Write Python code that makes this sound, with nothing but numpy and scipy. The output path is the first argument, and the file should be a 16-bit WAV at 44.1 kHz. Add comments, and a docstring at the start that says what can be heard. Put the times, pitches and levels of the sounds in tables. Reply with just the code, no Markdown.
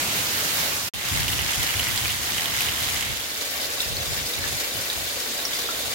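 """Dense, even monsoon rain beside a veranda; the sound sinks and drops out briefly, and the scene changes to a
paved yard that melts into a tiled porch. Noise stands for the wash of countless far drops; nearer drops are
short rings and sprays of noise at random times. Roof water splats in the yard; drips plink into puddles round
the porch, and tiles knock overhead. After the silence, gusts of low noise buffet the two microphones of a
phone, a hand's width apart."""
import sys
import numpy as np
from scipy import signal
from scipy.fft import rfft, irfft
from scipy.io import wavfile
from scipy.ndimage import uniform_filter1d

SR = 44100
rng = np.random.default_rng(int(sys.argv[2]) if len(sys.argv) > 2 else 0)


def unload_wav(signal):
    """Save mono or channel-first audio to the path in sys.argv[1] as 16-bit WAV at rate SR, clipped to [-1, 1]."""
    wavfile.write(
        sys.argv[1],
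        SR,
        np.round(np.clip(np.atleast_2d(signal).T, -1, 1) * 32767).astype(np.int16),
    )


N = 261954
TIME = np.arange(N) / SR
FREQ = np.arange(N // 2 + 1) * SR / N
PORT_LAG_S = .00043  # travel time of sound from one microphone to the other


def veranda(far, near):
    """Dense, even rain on the paving, which surges once."""
    # Colour of the rain beside the veranda. Each row: frequency in Hz, relative level in dB.
    veranda_colour = [(30, -17), (50, -8), (85, 0.5), (160, -2.5), (380, -6), (560, -4.5), (800, -5.5),
                      (1200, -6.5), (1900, -5.5), (4200, -5), (5600, -7.5), (7000, -7.5), (8500, -11),
                      (15000, -11.5)]
    # Lean of the sound. Each row: frequency in Hz, left minus right in dB.
    veranda_lean = [(300, 0), (1300, 2), (2300, -3), (4400, -2.5), (6500, -4), (8500, 2.5), (11000, -2.5),
                    (15000, -3)]
    downpour = rain(far + undb(-7.0) * near, veranda_colour, level_db=-26.5)
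    return lean(downpour, veranda_lean) * swell(centre_s=0.59, width_s=0.064, db=1.5)


def yard(far, near):
    """Coarser rain, with a rope of roof water breaking on the stones."""
    # Colour of the rain in the yard. Each row: frequency in Hz, relative level in dB.
    yard_colour = [(80, -7), (300, -4), (450, -7), (750, -4.5), (1250, -6), (1650, -3.5), (2100, -1.0),
                   (2500, -4.5), (2950, -3), (3800, -4), (5600, -7), (7000, -6.5), (8300, -11),
                   (15000, -11)]
    # Lean of the sound. Each row: frequency in Hz, left minus right in dB.
    yard_lean = [(300, -1), (1400, 2), (2100, -1), (3000, -7), (4400, -4), (6300, -0.5), (8500, 5),
                 (11000, 6), (15000, -0.5)]
    # Biggest splats from the eaves. Each row: start in seconds, relative peak in dB, ring in Hz.
    big_splats = [(1.0944, -22, 3420), (1.1722, -19, 2040), (1.1987, -20, 3830), (1.2803, -15, 2850),
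                  (1.3277, -13.5, 2900), (1.3897, -14.5, 2900), (1.4591, -22, 2210), (1.5324, -15, 3170),
                  (1.701, -19, 2840), (1.7404, -13.5, 2120), (1.7943, -13, 2960), (1.8687, -15.5, 1990),
                  (1.9758, -10, 4350), (2.0552, -13, 2360), (2.0981, -16, 2670), (2.3334, -21, 2990),
                  (2.3808, -15.5, 3000), (2.6857, -13, 2930), (3.025, -16, 3000)]

    # the spatter slackens once
    flow = swell(centre_s=2.2, width_s=0.059, db=-8.5)
    rope = bubbles(rate=110, cycles=3.8, low_hz=1790, high_hz=4450)
    drops = flow * (undb(0.5) * near + undb(-12.0) * rope)

    big = undb(3.5) * splashes(big_splats, cycles=2.6, crack_db=-4, rebound_db=-17, bearing=0.046)
    small = flow * splashes(lesser_splats(), cycles=2.5, crack_db=2, rebound_db=-23, bearing=0.054)
    runoff = echo(big + small, wet_db=-2, t60_s=0.046)
    return lean(rain(far + drops, yard_colour, level_db=-28) + runoff, yard_lean)


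def porch(far, near):
    """Rain beyond the pillars and on the tiles overhead; drips plink into puddles and ring under the roof."""
    # Colour of the rain from the porch. Each row: frequency in Hz, relative level in dB.
    porch_colour = [(60, -29), (150, -20), (230, -1.5), (380, -3), (550, 0.5), (800, -4), (1200, -7),
                    (1800, -3), (2900, -4.5), (3800, -1.4), (5800, -6.5), (7000, -6), (8300, -10),
                    (15000, -9.5)]
    # Lean of the sound. Each row: frequency in Hz, left minus right in dB.
    porch_lean = [(300, 0.17), (2400, -0.43), (15000, -0.12)]
    # Drips into the puddles. Each row: start in seconds, relative peak in dB, ring in Hz.
    drip_rows = [(3.6436, -18, 4440), (3.8032, -10.5, 3700), (3.967, -14, 4230), (4.335, -18, 3660),
                 (4.4388, -19, 1740), (4.8997, -11.5, 3750), (5.4513, -11, 5480), (5.5318, -18, 3450),
                 (5.6879, -21.5, 1310), (5.878, -21, 3920)]

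    puddles = bubbles(rate=170, cycles=13, low_hz=1416, high_hz=6100)
    drops = echo(undb(-.5) * near + undb(-12) * puddles, wet_db=0.5, t60_s=0.06)
    outside = rain(far + drops, porch_colour, level_db=-30)

    drips = undb(2.0) * splashes(drip_rows, cycles=5.3, crack_db=-8, rebound_db=-9.5, bearing=.45)
    drips = echo(drips, wet_db=-3, t60_s=.16)
    return lean(outside + drips + undb(-46.0) * roof(), porch_lean)


def splashes(rows, cycles, crack_db, rebound_db, bearing, crack_s=0.00054):
    """Big drops: a crack and a short ring, then a smaller drop a moment away."""
    out = np.zeros((2, N))
    t = np.arange(SR // 50) / SR
    for start, db, hz in rows:
        crack = undb(crack_db) * rng.standard_normal(len(t)) * np.exp(-t / crack_s)
        hit = ring(hz, cycles) + crack
        # the hit falls a millisecond after the listed start
        add(out, start + 0.001026, undb(db) * hit / np.abs(hit).max(), bearing)
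        # the smaller drop: delay in seconds, pitch as a ratio
        delay, pitch = rng.uniform((.002, .75), (.005, 1.3))
        add(out, start + delay, undb(db + rebound_db) * ring(hz * pitch, cycles), bearing)
    return out


def lesser_splats(per_s=7.8, mean_db=-16.5, spread_db=3.5, mid_hz=2800, spread_octaves=0.14):
    """Smaller lumps of roof water at random times: rows of start in s, relative peak in dB, ring in Hz."""
    count = int(per_s * N / SR)
    size, pitch = rng.standard_normal((count, 2)).T
    start = rng.random(count) * N / SR
    return zip(start, mean_db + spread_db * size, mid_hz * 2 ** (spread_octaves * pitch))


def patter(rate, spread_db, cycles, count=10):
    """Drops that ring for a moment, each size at its own pitch; level per Hz about even."""
    out = 0
    for hz in np.geomspace(1600, 12500, count):
        hits = impacts(rate / count, spread_db)
        drops = signal.oaconvolve(hits, ring(hz, cycles)[None], axes=1)[:, :N]
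        out = out + unit(drops) * np.sqrt(hz)
    return unit(out)


def ticks(rate, spread_db, burst_s=0.0008, count=9):
    """Drops bursting on stone: very short sprays of noise, thin in the bass."""
    t = np.arange(SR // 150) / SR
    out = 0
    for burst in rng.standard_normal((count, len(t))) * np.exp(-t / burst_s):
        hits = impacts(rate / count, spread_db)
        out = out + signal.oaconvolve(hits, unit(burst)[None], axes=1)[:, :N]
    return unit(signal.lfilter(*signal.butter(1, 1400, "high", fs=SR), out))


def impacts(rate, spread_db, own_db=3):
    """Random hits from all directions; the few that land near are louder than the rest."""
    when, near, bearing, tilt = rng.random((int(rate * N / SR), 4)).T
    size = undb(-spread_db * np.log(near + .02))
    # alternate the sign so that the hits do not pile up into an offset
    size = size * (-1) ** np.arange(len(size))
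    out = np.zeros((2, N))
    for channel, sign in enumerate((1, -1)):
        lag = sign * (bearing - .5) * PORT_LAG_S * SR
        at = (when * N + lag).astype(int) % N
        out[channel] = np.bincount(at, size * undb(sign * own_db * (2 * tilt - 1)), N)
    return out


def ring(hz, cycles, glide=0.023):
    """The small air pocket under a drop: a few dying cycles that rise in pitch."""
    turns = np.arange(SR // 50) / SR * hz
    bend = 1 + glide * np.tanh(turns / cycles / 2)
    return np.exp(-turns / cycles) * np.sin(2 * np.pi * turns * bend)


def bubbles(rate, cycles, low_hz, high_hz):
    """Drops in water trap bubbles that ring, each at its own pitch."""
    out = np.zeros((2, N))
    for when, pitch, size, bearing in rng.random((int(rate * N / SR), 4)):
        hz = low_hz * (high_hz / low_hz) ** pitch
        add(out, when * N / SR, size ** 2 * hz * ring(hz, cycles), 2 * bearing - 1)
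    return unit(out)


def roof(rate=900, low_hz=380, high_hz=680, count=5):
    """Drops knock on the clay tiles overhead, at a handful of dull notes that come and go."""
    out = 0
    for hz in np.geomspace(low_hz, high_hz, count):
        hits = impacts(rate / count, 7.7, own_db=0.5)
        knocks = signal.oaconvolve(hits, ring(hz, 1.8)[None], axes=1)[:, :N]
        out = out + hz * unit(knocks) * undb(2.1 * walk(11))
    return unit(out)


def wash():
    """Far drops from all round, as noise: alike in both microphones only at long wavelengths."""
    likeness = .9 * np.sinc(2 * FREQ * PORT_LAG_S)
    mid, side = rng.standard_normal((2, N))
    side = shape(side, np.sqrt((1 - likeness) / (1 + likeness)))
    return np.array([mid + side, mid - side])


def flicker(x, depth_db, rate=25, count=10):
    """The mix of drop sizes keeps shifting, so each part of the spectrum swells on its own."""
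    # position of each frequency along the overlapping bands
    place = np.interp(np.log(FREQ + 1), np.log([350, 12000]), [0, count - 1])
    spectrum, out = rfft(x), 0
    for band in range(count):
        share = np.maximum(1 - np.abs(place - band), 0)
        out = out + irfft(spectrum * share, N) * undb(depth_db * walk(rate))
    return out


def rain(sound, colour, level_db):
    """Give the rain the colour and the strength that it has at one place."""
    bass_cut = FREQ / np.hypot(FREQ, 40)
    sound = shape(sound, undb(contour(colour)) * bass_cut)
    return sound / np.std(sound.mean(axis=0)) * undb(level_db)


def echo(x, wet_db, t60_s):
    """Walls, floor and roof smear each drop into a short tail of decaying noise."""
    t = np.arange(SR // 4) / SR
    tail = rng.standard_normal((2, len(t))) * undb(-60 * t / t60_s) * (t > .002)
    tail = tail / np.sqrt(np.sum(tail ** 2) / 2)
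    return x + undb(wet_db) * signal.oaconvolve(x, tail, axes=1)[:, :N]


def wind(breeze, flutter_db=0.24, shared=0.11, lean_db=-1.0):
    """Eddies thump the two microphones, mostly each on its own; gusts rise out of a light breeze."""
    # Gusts. Each row: time of full strength in seconds, length before release in seconds, relative level in dB.
    gust_rows = [(0.948, 0.019, -39.5), (1.126, 0.34, -30.5), (1.582, .05, -34), (1.76, 0.048, -35),
                 (1.876, 0.073, -36), (2.017, .1, -38.5), (2.538, 0.48, -47), (3.07, .06, -37.5),
                 (3.87, 0.14, -36.5), (4.08, 0.18, -37.5), (4.368, 0.19, -37.5), (4.75, 0.043, -40.5),
                 (4.96, 0.09, -44), (5.818, .06, -48)]
    # Colour of the eddies. Each row: frequency in Hz, relative level in dB.
    eddy_colour = [(20, -40), (30, -27), (45, -7), (72, 0.5), (130, -4), (180, -11.5), (260, -17),
                   (400, -27.5), (900, -40.5)]
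    # every gust hits quickly, sags while it blows and lets go
    attack_s, sag_db_per_s, release_s = 0.019, -21.5, 0.036

    power = breeze ** 2
    for start, length, db in gust_rows:
        age = np.maximum(TIME - start, 0)
        attack = ramp(start - attack_s, start)
        release = np.exp(-np.maximum(age - length, 0) / release_s)
        power = power + (attack * undb(db + sag_db_per_s * age) * release) ** 2

    own = rng.standard_normal((2, N))
    eddies = shape(own + shared * own[::-1], undb(contour(eddy_colour)))
    eddies = eddies / np.std(eddies.mean(axis=0)) * undb(lean_db * np.array([[.5], [-.5]]))
    return eddies * np.sqrt(power) * undb(flutter_db * walk(24.97))


def undb(db):
    """Decibels to gain."""
    return 10 ** (np.asarray(db) / 20)


def unit(x):
    """Scale to an rms of one."""
    return x / np.sqrt(np.mean(x ** 2))


def contour(rows):
    """dB at every frequency from (Hz, dB) rows."""
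    hz, db = np.transpose(rows)
    return np.interp(np.log(FREQ + 1), np.log(hz), db)


def shape(x, gain):
    """Filter by a gain for every frequency."""
    return irfft(rfft(x) * gain, N)


def lean(x, rows):
    """Tip each frequency towards the left or the right."""
    return shape(x, undb(np.outer([.5, -.5], contour(rows))))


def add(out, start, sound, bearing):
    """Lay a sound into both channels; it reaches the farther microphone later."""
    for channel, sign in enumerate((1, -1)):
        i = max(int((start + sign * bearing * PORT_LAG_S / 2) * SR), 0)
        part = out[channel, i:i + len(sound)]
        part += sound[:len(part)]


def walk(rate):
    """Random levels held 1 / rate s and smoothed twice; spread near one."""
    k = int(SR / rate)
    steps = np.repeat(rng.standard_normal(N // k + 2), k)
    smooth = uniform_filter1d(uniform_filter1d(steps, k), k)
    return 1.68 * smooth[k // 2:k // 2 + N]


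def ramp(start, end):
    """Rise evenly from nothing to one between two times in seconds."""
    return np.clip((TIME - start) / (end - start), 0, 1)


def swell(centre_s, width_s, db):
    """Gain of a smooth, passing change in the flow."""
    return undb(db * np.exp(-((TIME - centre_s) / width_s) ** 2))


def scene():
    """The three places in turn: a brief silence after the first, then the yard melts into the porch."""
    far = flicker(wash(), depth_db=0.97)
    near = undb(-4) * patter(rate=1700, spread_db=5.0, cycles=1.0)
    near = near + undb(-1.0) * ticks(rate=900, spread_db=5.0)
    # the nearer drops come in uneven sheets
    near = near * undb(.8 * walk(18))

    # the sound sinks towards the silence and rises again after it
    stop, resume = .886, .937  # s
    fade_out_s, fade_in_s, fade_db = 0.17, 0.16, -4.8
    dying = np.exp(-np.maximum(TIME - stop, 0) / .003)
    at_veranda = undb(fade_db * ramp(stop - fade_out_s, stop)) * dying
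    # the yard dies away while the porch comes up
    in_yard = undb(fade_db * (1 - ramp(resume, resume + fade_in_s))) * (1 - ramp(2.98, 3.48))
    in_porch = ramp(2.89, 3.53)

    # light air between the gusts, weaker under the porch
    breeze = in_yard ** 2 * undb(-44) + in_porch * undb(-52)
    # shifted by half the length, so that other drops fall round the porch than in the yard
    sheltered = porch(*np.roll([far, near], N // 2, axis=-1))
    later = in_yard * yard(far, near) + in_porch * sheltered + wind(breeze)
    return at_veranda * veranda(far, near) + later * (TIME > resume)


def record(dry):
    """The phone cuts the top, steeply above 15.9 kHz."""
    top_cut = signal.ellip(12, .1, 80, 15900, fs=SR, output="sos")
    return signal.sosfilt(top_cut, dry)


dry = scene()
out = record(dry)
unload_wav(out)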